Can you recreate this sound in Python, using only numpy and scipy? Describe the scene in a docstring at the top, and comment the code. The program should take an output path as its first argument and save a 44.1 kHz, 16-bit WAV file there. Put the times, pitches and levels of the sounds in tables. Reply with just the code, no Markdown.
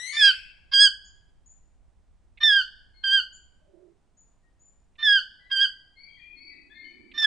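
"""A toucan, close to the microphones in a reverberant aviary, yelps seven times, mostly in pairs.
Each yelp starts with a rasp, locks into a reedy tone, steps in pitch as the bird pushes, then droops.
Its harmonics share one gliding phase, roughened by noise; light bill clicks come before some yelps.
Further off another bird whines and a small one peeps, both as gliding tones with more of the room.
Low hollow swells of resonant noise come from the right, over faint air and a rumble."""
import sys
import numpy as np
from scipy import signal
from scipy.fft import rfft, irfft
from scipy.io import wavfile

SR = 44100
rng = np.random.default_rng(int(sys.argv[2]) if len(sys.argv) > 2 else 0)


def wrap_up_sound(samples):
    """Save the sound to the file named by the first command line argument, as 16-bit audio."""
    columns = np.atleast_2d(samples).T
    # keep every value between -1 and 1, then stretch to whole-number steps
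    tamed = np.clip(columns, -1, 1)
    steps = np.round(tamed * 32767).astype(np.int16)
    wavfile.write(sys.argv[1], SR, steps)


N = 320166
TIME = np.arange(N) / SR


def undb(db):
    """Decibels to gain."""
    return 10 ** (np.asarray(db) / 20)


def unit(x):
    """Scale to rms 1."""
    return x / np.sqrt(np.mean(x ** 2))


def pan(x, left_db):
    """Place a sound between the two microphones by its left minus right level."""
    return x * undb(np.array([[left_db], [-left_db]]) / 2)


def noise(points):
    """Noise of rms 1 with a spectrum of (f/Hz, level/dB) points, joined along log frequency."""
    hz, db = np.transpose(points)
    bins = np.fft.rfftfreq(N, 1 / SR) + 1  # 1 Hz up, to keep the logarithm finite
    colour = undb(np.interp(np.log(bins), np.log(hz), db))
    return unit(irfft(rfft(rng.standard_normal(N)) * colour, N))


def band(centre_hz, width_hz):
    """Noise of rms 1 in one steep-sided resonance."""
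    bins = np.fft.rfftfreq(N, 1 / SR)
    resonance = 1 / (1 + (2 * (bins - centre_hz) / width_hz) ** 4)
    return unit(irfft(rfft(rng.standard_normal(N)) * resonance, N))


def wander(rate_hz):
    """Smooth random movement of rms 1, mostly slower than rate_hz."""
    return band(0, 2 * rate_hz)


def gate(t, start, end, rise, fall):
    """Open from start to end, with smooth ramps outside."""
    ramp = np.clip(np.minimum((t - start) / rise, (end - t) / fall) + 1, 0, 1)
    return np.sin(ramp * np.pi / 2) ** 2


# colour of the steady air in the aviary: f/Hz, relative density/dB per Hz
AIR_COLOUR = [(30, 5.5), (80, -1), (130, -6), (165, -3), (210, -8), (330, -11.5), (460, -16), (750, -14.5),
              (1200, -21), (2200, -26.5), (4500, -32), (9000, -32.5), (11000, -47)]
# course of the low rumble before its own gain: t/s, level/dB
RUMBLE_COURSE = [(0.0, -81), (0.2, -82), (0.32, -59.5), (3.01, -60.5), (3.66, -62.5), (3.8, -75.5),
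                 (4.63, -65.5), (7.26, -68)]


def background():
    """Broadband air and a slowly heaving low rumble, partly unrelated at the two microphones."""
    air = noise(AIR_COLOUR) + .7 * np.array([noise(AIR_COLOUR), noise(AIR_COLOUR)])
    low = 0.23 * band(30, 90) + np.array([band(25, 100), band(21, 120)])
    rumble = low * undb(np.interp(TIME, *np.transpose(RUMBLE_COURSE)) + 0.5)
    return pan(air * undb(-68.5), -2) + pan(rumble, -2.5)


# the nearer whine, already rising at the opening:
# end t/s, opening f/Hz, rise/Hz per s, level before the mix/dB, slope/dB per harmonic
OPENING_WHINE = (0.2757, 1901, 2397.5, -39, -3.5)
WHINE_CURL_HZ_PER_S2 = 2100  # it climbs ever faster
WHINE_DULL_DB_PER_S = 9.5  # extra fading, once for each step up the harmonics


def near_whine():
    """One hoarse, rising whine: five harmonics on an unsteady pitch, with a band of noise."""
    end, pitch_hz, rise_hz_per_s, db, slope_db = OPENING_WHINE
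    t = np.minimum(TIME, end)
    glide_hz = pitch_hz + rise_hz_per_s * t + WHINE_CURL_HZ_PER_S2 * t ** 2
    hz = glide_hz * (1 + 0.0093 * wander(300) + .004 * wander(22))
    phase = 2 * np.pi * np.cumsum(hz) / SR
    tilt_db = slope_db - WHINE_DULL_DB_PER_S * t
    harmonics = sum(undb(k * tilt_db) * np.sin((k + 1) * phase) for k in range(5))
    hoarseness = undb(-23) * band(3100, 700)
    level = np.sqrt(2) * undb(db) * gate(TIME, 0, end, .01, .03)
    return pan(level * (harmonics + hoarseness), 11)


# toucan yelps; pitch steps down in the first of a pair and up in the second. Levels precede envelope and mix:
# start t/s, length t/s, push after t/s, pitch f/Hz, step f/Hz,
# harmonics 1, 2, 3 before the push level/dB, harmonics 1, 2, 3 after it level/dB,
# rasp lead t/s, rasp level/dB, period doubling level/dB, overtones level/dB, hoarseness level/dB
TOUCAN_YELPS = [(0.172, 0.14, 0.041, 1788, -101, -29, -26, -40.5, -16, -14, -21, .043, -35.5, -26, 1, -41.5),
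                (0.738, 0.14, 0.062, 1622, 113.5, -29.5, -21, -21, -18, -12.5, -15, 0.017, -31.5, -38, 10, -41),
                (2.436, 0.18, 0.059, 1799, -105, -24, -16.5, -31.5, -18.5, -20.5, -35, 0.026, -28, -49.5, -8.5, -43.5),
                (3.043, 0.16, 0.077, 1596, 86.5, -30, -25, -39.5, -22, -18, -32, 0.0064, -42.5, -41, -5, -38.5),
                (5.032, 0.16, 0.034, 1791, -92.5, -28, -24, -46, -17.5, -18.5, -32.5, 0.043, -37.5, -57, -14, -43),
                (5.518, .14, 0.09, 1608, 121.5, -31, -26, -36.5, -21, -15.5, -30.5, 0.013, -40, -44.5, -5.5, -39),
                (7.182, 0.23, 0.069, 1800, -94, -32.5, -26.5, -35.5, 2, -5, -26, 0.039, -40.5, -52, -5.5, -32)]
# weak upper harmonics: multiple of the pitch, level against the whole tone before each yelp's setting/dB
UPPER_HARMONICS = [(4, -30), (5, -29.5), (6, -54)]
# colour of the air noise in throat and bill: f/Hz, relative level/dB
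THROAT_COLOUR = [(400, -46.5), (700, -13), (1100, -3.5), (1600, -2), (2000, -8), (2350, -1.5), (3200, -2.5),
                 (3800, -6.5), (4700, -3.5), (5500, -16), (6200, -13), (7200, -19.5), (8100, -23),
                 (10500, -44)]
# harmonics thrown forward by the bill, alike in every yelp: multiple of the pitch, level before envelope/dB
BILL_BEAM = [(1, -32.5), (2, -26), (3, -25), (4, -45), (5, -49), (6, -62.5)]
SAG_HZ_PER_S, FADE_DB_PER_S = 640, 13  # steady fall of pitch; fall of level after the push
PUSH_S = .0083  # time scale of the push
DROOP_HZ, DROOP_S = 132, .017  # fall of pitch as the pressure gives out
RELEASE_DB, RELEASE_S = 10.5, 0.015  # fall of level with it
CLOSE_S = 0.01  # the syrinx shuts
RASP_RISE_S, RASP_GROWTH_DB_PER_S = .016, 110.76  # the rasp sets in softly and swells
CHEST_HZ, CHEST_WIDTH_HZ, CHEST_DB = 1050, 540, -49  # low, throaty noise under the tone


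def toucan():
    """The syrinx rattles at a third of its pitch, then locks; gives tone, overtones and beamed sound."""
    out, overtones, beamed = np.zeros((3, N))
    air, jitter, rattle, shimmer = noise(THROAT_COLOUR), wander(180), wander(210), wander(500)
    flutter = [1 + 0.38 * wander(45) + .25 * wander(260) for _ in UPPER_HARMONICS]
    puffs, throaty = undb(3 * wander(40)), band(CHEST_HZ, CHEST_WIDTH_HZ)
    breaks = wander(70)  # the period doubling comes and goes
    for yelp in TOUCAN_YELPS:
        start, length, push_s, pitch_hz, step_hz, *levels_db = yelp[:11]
        lead, rasp_db, doubling_db, over_db, hoarse_db = yelp[11:]
        span = (TIME > start - .08) & (TIME < start + length + .04)
        t = TIME[span] - start
        held = np.clip(t, 0, length + CLOSE_S)

        # push, droop and fading
        pushed = 1 / (1 + np.exp((push_s - held) / PUSH_S))
        droop_hz = DROOP_HZ * np.exp((held - length) / DROOP_S)
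        hz = pitch_hz - SAG_HZ_PER_S * held + step_hz * pushed - droop_hz
        release_db = RELEASE_DB * np.exp((held - length) / RELEASE_S)
        fade_db = FADE_DB_PER_S * np.maximum(held - push_s, 0) + release_db
        before_db, after_db = np.reshape(levels_db, (2, -1, 1))
        gains = undb(before_db + (after_db - before_db) * pushed)
        tone = gate(t, 0.00082, length, 0.0082, CLOSE_S) * undb(-fade_db)
        rasp = gate(t, 0.007 - lead, -.003, RASP_RISE_S, .008)
        rasp = rasp * undb(RASP_GROWTH_DB_PER_S * (t + lead / 2))

        # the rasp jitters more in pitch than the tone
        unsteady_hz = hz * (1 + jitter[span] * (0.003 + 0.008 * rasp))
        phase = 2 * np.pi * np.cumsum(unsteady_hz) / SR
        strength = tone * np.sqrt(np.sum(gains ** 2, axis=0))
        voice = tone * sum(g * np.cos(k * phase + k * k) for k, g in enumerate(gains, 1))
        beam = sum(undb(db) * np.cos(k * phase + k ** 2) for k, db in BILL_BEAM)
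        beamed[span] += np.sqrt(2) * tone * beam

        # the upper harmonics flutter, and grow faster than the tone as the bird pushes
        push = strength / strength.max()
        upper = sum(undb(db + over_db) * f[span] * np.cos(k * phase)
                    for (k, db), f in zip(UPPER_HARMONICS, flutter))
        overtones[span] += strength * push ** 0.64 * upper

        # at full pressure alternate cycles differ: lines halfway between the harmonics
        halves = sum(np.cos((k + .5) * phase) * undb(db) for k, db in enumerate([-16, -4.5, 2.5, -3.5]))
        voice += strength * push ** 0.77 * undb(doubling_db) * halves * (1 + .5 * breaks[span])

        # the rasp repeats every third cycle: lines at thirds of the pitch
        thirds = 1 + .5 * np.cos(phase / 3 + 0.58 * rattle[span])
        buzz = .5 * np.cos(phase) + 0.49 * np.sin(2 * phase) + .2 * undb(over_db) * np.cos(3 * phase)
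        voice += rasp * undb(rasp_db) * (thirds * buzz + 0.035 * air[span])

        # uneven cycles roughen the tone; air escapes in puffs
        breath = (undb(hoarse_db) * air + undb(CHEST_DB) * throaty) * puffs
        hiss = strength ** 0.7 * breath[span]
        out[span] += np.sqrt(2) * voice * (1 + 0.0058 * shimmer[span]) + hiss
    return out, overtones, beamed


def whistle(start, length, pitch_hz, glide_hz, bend, waver):
    """Samples, phase and envelope of a gliding note; a bend under 1 glides early, over 1 late."""
    span = slice(max(0, int((start - length / 10) * SR)), int((start + length * 6 / 5) * SR))
    t = TIME[span]
    hz = pitch_hz + glide_hz * np.clip((t - start) / length, 0, 1) ** bend
    phase = 2 * np.pi * np.cumsum(hz * (1 + waver[span])) / SR
    envelope = gate(t, start + length / 5, start + length * 9 / 10, length / 4, length / 5)
    return span, phase, np.sqrt(2) * envelope


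# peeps of the small bird: start t/s, length t/s, starting f/Hz, level before the mix/dB
SMALL_BIRD_PEEPS = [(1.045, 0.046, 6440, -56), (1.459, .023, 6500, -55.5), (1.49, .038, 6520, -53),
                    (3.326, .047, 6590, -51), (4.169, 0.065, 6490, -59.5), (4.593, .11, 6620, -61)]
PEEP_RISE_HZ, PEEP_BEND = 515, 0.31  # bend: power of elapsed time


def small_bird():
    """Thin, high peeps: single wavering sines that slide upward, fastest at first."""
    out, waver = np.zeros(N), 0.014 * wander(160)
    for start, length, pitch_hz, db in SMALL_BIRD_PEEPS:
        span, phase, envelope = whistle(start, length, pitch_hz, PEEP_RISE_HZ, PEEP_BEND, waver)
        out[span] += undb(db) * envelope * np.sin(phase)
    return pan(out, 4.5)


# soft bill clicks before a yelp: t/s, level before the 6 dB cut and the mix/dB
SOFT_CLICKS = [(2.376, -45), (4.956, -61), (7.116, -45)]


def bill_clicks():
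    """The light bill rings for a few milliseconds: short gates on two bands of noise."""
    ring = unit(band(2450, 900) + .4 * band(3500, 1500))
    gates = sum(undb(db) * gate(TIME, s, s + 0.004, 0.0031, 0.014) for s, db in SOFT_CLICKS)
    return gates * ring * undb(-6.0)


# whines of the farther bird:
# start t/s, length t/s, starting f/Hz, glide f/Hz, level before the mix/dB, second harmonic against the first/dB
DISTANT_WHINES = [(2.935, 0.12, 2156, -60, -77.5, 6), (4.428, .06, 1854, 8, -84, -26),
                  (5.391, 0.17, 2020, -75.5, -66.5, -19), (5.958, 0.13, 2128, 193.5, -60.5, -4),
                  (6.08, 0.15, 3250, -23, -66.5, -30.5), (6.166, .04, 2070, -250, -64.5, -23.5),
                  (6.181, .16, 2365, 71.5, -61.5, -52), (6.33, 0.33, 2516, 11.5, -70.5, -42),
                  (6.353, .17, 2143, 168.5, -59, -3.5), (6.502, 0.041, 2150, -300, -62, -16),
                  (6.697, 0.074, 1692, 134, -60.5, -7.5), (6.739, 0.14, 2106, 110, -58.5, -8),
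                  (6.84, 0.058, 2994, 70, -67, -27), (6.876, 0.24, 2397, -150, -69.5, -16)]
WHINE_BEND = 0.97  # power of elapsed time: a nearly straight glide


def far_whines():
    """Faint gliding whines with two harmonics on a wavering pitch."""
    out, waver = np.zeros(N), 0.0078 * wander(250) + .009 * wander(30)
    for start, length, pitch_hz, glide_hz, db, second_db in DISTANT_WHINES:
        span, phase, envelope = whistle(start, length, pitch_hz, glide_hz, WHINE_BEND, waver)
        harmonics = np.sin(phase) + undb(second_db) * np.sin(2 * phase)
        out[span] += undb(db) * envelope * harmonics
    return pan(out, 9.5)


# hollow swells: peak t/s, rise t/s, fall t/s, resonance f/Hz, width f/Hz, level before a 6 dB cut/dB
HOLLOW_SWELLS = [(3.73, .17, .25, 600, 122, -65.5), (3.832, .19, 0.19, 368, 89.4, -55.5),
                 (6.58, 0.52, 0.64, 310.8, 157, -67), (7.07, 0.39, .3, 305, 178, -58)]


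def swells():
    """Soft hollow swells, each of noise in one low resonance, off to the right."""
    out = np.zeros(N)
    for peak, rise, fall, hz, width_hz, db in HOLLOW_SWELLS:
        out += undb(db) * band(hz, width_hz) * gate(TIME, peak, peak, rise, fall)
    return pan(out * undb(-6.0), -19.5)


def aviary(x, early_db, late_db, early_t60=0.19, late_t60=.8, treble_t60=.47):
    """Dense scatter from nearby leaves and branches, then a longer tail whose treble dies first."""
    t = TIME[:SR]
    # partly shared by the two microphones
    scatter, tail = rng.standard_normal((2, 2, SR)) + 1.2 * rng.standard_normal((2, 1, SR))
    early = scatter * undb(-60 * t / early_t60) * gate(t, 0.007, 1, .003, .1)
    edges_hz = [300, 2500, 4000, 6000, 11000]
    late = 0
    for lo, hi, t60 in zip(edges_hz, edges_hz[1:], np.linspace(late_t60, treble_t60, num=4)):
        bandpass = signal.butter(4, (lo, hi), "band", fs=SR, output="sos")
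        late = late + signal.sosfilt(bandpass, tail) * undb(-60 * t / t60)
    late = late * gate(t, .025, 0.99, .02, .1)
    response = undb(early_db) * unit(early) + undb(late_db) * unit(late) / np.sqrt(2)
    return signal.fftconvolve(x, response / np.sqrt(SR), axes=1)[:, :N]


def scene():
    """The toucan is near and nearly dry, its bill beaming sound into the room; other birds are wetter."""
    air_and_rumble, whine = background(), near_whine()
    tone, overtones, beamed = toucan()
    peeps, clicks, whines = small_bird(), bill_clicks(), far_whines()
    near = tone + clicks
    # the drooping end of each yelp spills into the foliage more than the rest
    spill = sum(gate(TIME - start, length - .012, length, .015, 0.015)
                for start, length, *_ in TOUCAN_YELPS)
    direct = pan(near, -4.0) + overtones
    direct = direct + undb(-3) * whine + undb(2) * whines + undb(-3.5) * peeps
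    close = pan((undb(-4.5) * near + beamed) * (1 + 1.1 * spill), -0.98) + undb(2.5) * overtones
    far = undb(-0.5) * whine + undb(9) * whines + undb(-2) * peeps
    close_room = aviary(close, early_db=-12.0, late_db=-26.0)
    far_room = aviary(far, early_db=-8.5, late_db=-5.5)
    return direct + close_room + far_room + swells() + air_and_rumble


TOP_HZ, CLOSING_FADE_S = 10800, .012


def record(dry):
    """A steep low-pass removes the top; a 12 ms fade closes the sound."""
    fade = np.clip((TIME[-1] - TIME) / CLOSING_FADE_S, 0, 1)
    lowpass = signal.ellip(10, .2, 70, TOP_HZ, fs=SR, output="sos")
    return signal.sosfilt(lowpass, dry * fade)


dry = scene()
out = record(dry)
wrap_up_sound(out)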